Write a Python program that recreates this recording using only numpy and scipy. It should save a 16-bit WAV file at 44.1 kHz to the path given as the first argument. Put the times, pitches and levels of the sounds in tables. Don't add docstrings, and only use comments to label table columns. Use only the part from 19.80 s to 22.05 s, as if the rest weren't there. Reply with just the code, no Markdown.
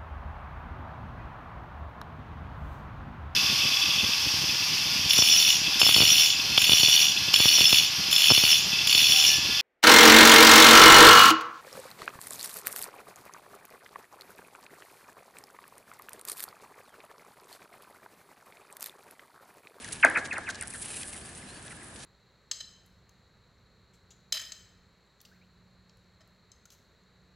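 import sys
import numpy as np
from scipy import signal
from scipy.fft import rfft, irfft, next_fast_len
from scipy.io import wavfile
from scipy.ndimage import map_coordinates

SR = 44100
rng = np.random.default_rng(int(sys.argv[2]) if len(sys.argv) > 2 else 0)


def master(y):
    cut = np.clip(np.atleast_2d(y).T, -1, 1)
    pcm = np.round(cut * 32767)
    wavfile.write(sys.argv[1], SR, pcm.astype(np.int16))


N = 99225

# knock_s, level_db, lead_s, sweep_bend, knock_db, forerunner_db, other_end_delay_s, other_end_db
SKIPS = [(0.2501, -1.5, 0.018, 1.11, 1, -2, .027, -13), (.3740, -12, 0.018, 0.76, -5.5, -3, 0.013, -5.5),
         (0.533, -16, .022, 1.15, -46, -18, .011, -14), (0.585, -20.5, 0.027, 0.63, 4.5, -3, .010, -9),
         (0.693, -21, 0.026, 1.145, -9, -8, 0.007, -4), (.8335, -28, 0.031, 0.92, -5, -6, 0.016, -9)]
# knock_s, level_db
NUDGES = [(0.057, -43.5), (.090, -43), (.136, -45.5), (0.952, -40), (1.245, -44), (1.359, -45),
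          (1.640, -47.5), (1.885, -48), (1.926, -43), (2.031, -48)]
# freq_hz, gain_db
ICE_SPECTRUM = [(1000, -80), (4000, -16), (6500, -12.5), (8200, -1.5), (9500, 1.5), (11000, -2)]


def amp(db):
    return 10 ** (np.asarray(db) / 20)


def unit_rms(x):
    return x / np.sqrt(np.mean(x ** 2) + 1e-20)


def time_s():
    return np.arange(N) / SR


def freq_hz():
    return np.fft.rfftfreq(2 * next_fast_len(N * 3 // 4), 1 / SR)


def colour(points):
    hz, db = np.transpose(points)
    return amp(np.interp(np.log(freq_hz() + 1), np.log(hz), db))


def filtered(x, gain):
    return irfft(rfft(x, 2 * (len(gain) - 1)) * gain)[..., :N]


def noise(gain):
    return unit_rms(filtered(rng.standard_normal(N), gain))


def wobble(rate_hz):
    return map_coordinates(rng.standard_normal(1024), [time_s() * rate_hz], mode="wrap")


def decay(start_s, t60_s, rise_s):
    age_s = np.maximum(time_s() - start_s, 0)
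    return (1 - np.exp(-age_s / rise_s)) * np.exp(-np.log(1000) * age_s / t60_s)


def stereo(mid, side):
    return np.array([mid + side, mid - side])


def spread(source, side_db):
    return stereo(source(), amp(side_db) * source())


def wind():
    # freq_hz, gain_db
    spectrum = [(15, -55), (25, -12.5), (69, 0.5), (134, -1), (202, -1), (247, -2), (518, -10), (979, -12),
                (1360, -13), (1710, -15), (3160, -20), (6120, -24.5), (9440, -18), (11000, -40),
                (14300, -56), (22000, -120)]
    # freq_hz, side_db
    width = [(50, -30), (250, -16), (1000, -4.5), (4000, -1.5), (9500, -6)]
    mid = noise(colour(spectrum))
    side = filtered(noise(colour(spectrum)), colour(width))
    return amp(-49 + 0.1 * wobble(rate_hz=6)) * stereo(mid, side)


def sheet_note(widen=1):
    pitch_hz, half_width_hz = 1675, widen * 104
    return noise(1 / (1 + ((freq_hz() - pitch_hz) / half_width_hz) ** 4))


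def sheet_murmur():
    level_db = -59 + 2 * wobble(rate_hz=35)
    return amp(level_db) * spread(lambda: sheet_note(widen=1.4), side_db=-13)


def grit(gain):
    cracks_per_s, crack_share = 900, 0.56
    impulses = (rng.random(N) < cracks_per_s / SR) * rng.standard_normal(N)
    cracks = unit_rms(filtered(impulses, gain))
    return np.sqrt(crack_share) * cracks + np.sqrt(1 - crack_share) * noise(gain)


def slide():
    # at_s, hiss_db, rasp_db
    levels = [(0, -47.5, -48), (.25, -49, -49), (.48, -72, -62), (.65, -75, -56), (.85, -55, -52),
              (.92, -43.5, -56), (.99, -38, -54), (1.07, -41, -47.5), (1.14, -35.5, -44), (1.23, -38, -49),
              (1.255, -41.5, -52), (1.275, -36.5, -49.5), (1.33, -43, -51.5), (1.48, -47, -55),
              (1.6, -48, -55.5), (1.72, -50.5, -54), (2.0, -50.5, -59), (2.25, -50, -77)]
    # freq_hz, gain_db
    rasp_spectrum = [(200, -12), (600, 0.5), (1300, -6), (1700, -1), (2200, -0.5), (2750, 2.5), (3500, -2),
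                     (6000, -5), (9000, -8)]
    at_s, hiss_db, rasp_db = np.transpose(levels)
    hiss = amp(np.interp(time_s(), at_s, hiss_db)) * grit(colour(ICE_SPECTRUM))
    rasp = amp(np.interp(time_s(), at_s, rasp_db)) * grit(colour(rasp_spectrum))
    chatter_db = 2.5 * wobble(rate_hz=70)
    return amp(chatter_db) * (hiss + rasp)


def contacts():
    # start_s, level_db, t60_s, wood_db
    ticks = [(0.0443, -41, 0.019, -1), (0.0786, -23, 0.0031, -33), (0.0886, -26, 0.003, -5.5),
             (.1218, -36.5, 0.014, -4), (.2490, -15.5, 0.0046, -4.5), (0.2503, -34.5, 0.0087, 0),
             (0.2996, -19, 0.0036, -17), (0.3734, -32.5, 0.012, -8), (0.4743, -30, 0.0027, -15),
             (.5290, -43.5, 0.017, 2), (0.5811, -30.5, 0.007, -7.5), (0.6899, -37.5, 0.012, -2),
             (0.746, -46.5, 0.0078, 8), (.8110, -28, 0.015, -16), (0.8252, -24, 0.0037, -11),
             (0.834, -36.5, 0.01, -2.5), (0.8731, -32.5, 0.011, -16), (0.8797, -30.5, 0.011, -27),
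             (.9030, -32, 0.014, -21), (0.908, -31, 0.0067, -21), (0.9372, -30, 0.011, -28),
             (1.232, -38.5, 0.012, 3.5), (1.550, -51, 0.014, 4.5), (1.880, -52, 0.0094, 10.5),
             (2.160, -55, 0.036, 7)]
    # centre_s, level_db, width_s, wood_db
    scuffs = [(0.055, -61, 0.0067, 13.5), (0.131, -29.5, 0.0091, -10), (0.201, -48, 0.0067, -3.5),
              (0.39, -53, 0.024, 7), (0.457, -47.5, 0.014, 6.5), (0.539, -50.5, 0.0082, 1.5),
              (0.705, -40, 0.0093, 4), (0.757, -51.5, 0.0078, 7), (1.027, -33, 0.011, -12),
              (2.207, -59, 0.036, 9), (2.234, -54.5, 0.014, 6)]
    # freq_hz, gain_db
    wood_spectrum = [(200, -44), (700, -20), (2000, 0), (3300, 5), (4200, 7.5), (5100, 2), (6200, 6),
                     (7500, 3), (9000, -5), (11000, -6)]
    envelopes = [(2 * amp(level_db) * decay(start_s, t60_s, rise_s=0.00044), wood_db)
                 for start_s, level_db, t60_s, wood_db in ticks]
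    envelopes += [(amp(level_db) * np.exp(-2 * ((time_s() - centre_s) / width_s) ** 2), wood_db)
                  for centre_s, level_db, width_s, wood_db in scuffs]
    ice, wood = noise(colour(ICE_SPECTRUM)), noise(colour(wood_spectrum))
    crunch_db = 2.2 * wobble(rate_hz=1500)
    return amp(crunch_db) * sum(envelope * (ice + amp(wood_db) * wood) for envelope, wood_db in envelopes)


def dispersed(gain, arrival_s):
    return irfft(gain * np.exp(-2j * np.pi * np.cumsum(arrival_s) * freq_hz()[1]))[:N]


def chirp(knock_s, lead_s, bend, knock_db):
    # freq_hz, gain_db
    spectrum = [(100, -55), (300, -28), (480, -23), (660, -11), (820, -12.5), (1000, -20), (1200, -13),
                (1420, -4.5), (1750, -1.5), (2000, -3), (2250, -6.5), (2420, -10), (2600, -11), (2850, -24),
                (3600, -50), (6000, -100)]
    knock_hz, lead_hz = 1419.5, 2671
    height = np.clip((freq_hz() - knock_hz) / (lead_hz - knock_hz), 0, 1.15)
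    lows = 1 / (1 + (freq_hz() / 1200) ** 6)
    return dispersed(colour(spectrum) * amp(31.5 + knock_db * lows), knock_s - lead_s * height ** bend)


def uneven_ice(wave, rough_db):
    t60_s, side_db = 0.049, -13.5
    delay_s = np.arange(SR // 16) / SR
    paths = rng.standard_normal((2, len(delay_s))) * np.exp(-np.log(1000) * delay_s / t60_s)
    mid, side = signal.oaconvolve(wave[None], paths / np.linalg.norm(paths[0]), axes=1)[:, :N]
    return stereo(wave + amp(rough_db) * mid, amp(side_db) * side)


def nudges():
    return sum(amp(level_db) * uneven_ice(chirp(knock_s, lead_s=0.026, bend=0.96, knock_db=-2), rough_db=8)
               for knock_s, level_db in NUDGES)


def sheet_tail():
    # freq_hz, gain_db
    scatter_spectrum = [(100, -25.5), (270, -5.5), (450, -7.5), (750, -5.5), (1100, -8.5), (1600, -3.5),
                        (2200, -6.5), (2700, -24), (3200, -24.5), (6000, -33.5)]

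    def fading(blows, t60_s, rise_s):
        return np.sqrt(sum((amp(db) * decay(knock_s, t60_s, rise_s)) ** 2 for knock_s, db, *_ in blows))

    early = amp(-19.5) * fading(SKIPS, t60_s=0.071, rise_s=0.0032)
    late = amp(-29.5) * fading(SKIPS, t60_s=0.82, rise_s=0.0042)
    skip_ring = amp(-22.5) * fading(SKIPS, t60_s=0.45, rise_s=0.036)
    nudge_ring = amp(-4) * fading(NUDGES, t60_s=0.07, rise_s=0.003)
    return (skip_ring + nudge_ring) * sheet_note() + (early + late) * noise(colour(scatter_spectrum))


def forerunner(knock_s):
    # freq_hz, gain_db
    spectrum = [(150, -54), (500, -12.5), (800, -3.5), (1500, 4.5), (2100, -0.5), (2650, -4), (3100, -13),
                (3800, -52), (6000, -100)]
    travel_s, with_knock_hz = 0.040, 593.4
    lag_s = travel_s * (np.sqrt(with_knock_hz / np.maximum(freq_hz(), 100)) - 1)
    return dispersed(colour(spectrum) * amp(19.5), knock_s + lag_s)


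def skips():
    out = 0
    for knock_s, level_db, lead_s, bend, knock_db, forerunner_db, delay_s, other_end_db in SKIPS:
        first_end = chirp(knock_s, lead_s, bend, knock_db) + amp(forerunner_db) * forerunner(knock_s)
        other_end = amp(other_end_db) * chirp(knock_s + delay_s, lead_s, bend, knock_db=-17)
        out += amp(level_db) * uneven_ice(first_end + other_end, rough_db=-6 - 0.2429 * level_db)
    return out


def stick_ring():
    # start_s, level_db
    rings = [(0.251, -15.5), (0.365, -15.5), (0.508, -21.5), (1.103, -34), (1.142, -32.5), (1.22, -33.5)]
    pitch_hz = 2520
    out = np.zeros(N)
    for start_s, level_db in rings:
        phase_rad = 2 * np.pi * pitch_hz * (time_s() - start_s) + 0.66 * wobble(rate_hz=150)
        out += amp(level_db) * decay(start_s, t60_s=0.049, rise_s=0.0066) * np.sin(phase_rad)
    return out


def bird():
    # start_s, length_s, start_hz, end_hz, level_db
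    whistles = [(1.408, 0.058, 4120, 5040, -58), (1.615, .045, 5220, 5350, -59),
                (1.67, 0.054, 3960, 4250, -51.5), (1.730, .06, 4410, 4580, -56.5)]
    out = np.zeros(N)
    for start_s, length_s, start_hz, end_hz, level_db in whistles:
        progress = np.clip((time_s() - start_s) / length_s, 0, 1)
        envelope = np.sqrt(np.abs(np.sin(np.pi * progress)))
        pitch_hz = start_hz + (end_hz - start_hz) * progress
        out += amp(level_db) * envelope * np.sin(2 * np.pi * np.cumsum(pitch_hz) / SR)
    return out


def scene():
    sheet = nudges() + skips() + spread(sheet_tail, side_db=-11.5)
    stick = stick_ring() + spread(contacts, side_db=-10) + spread(slide, side_db=-16.5)
    return sheet + stick + wind() + sheet_murmur() + bird()


def record(dry):
    cutoff_hz = 11080
    return filtered(dry, 1.0 * (freq_hz() < cutoff_hz))


dry = scene()
out = record(dry)
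master(out)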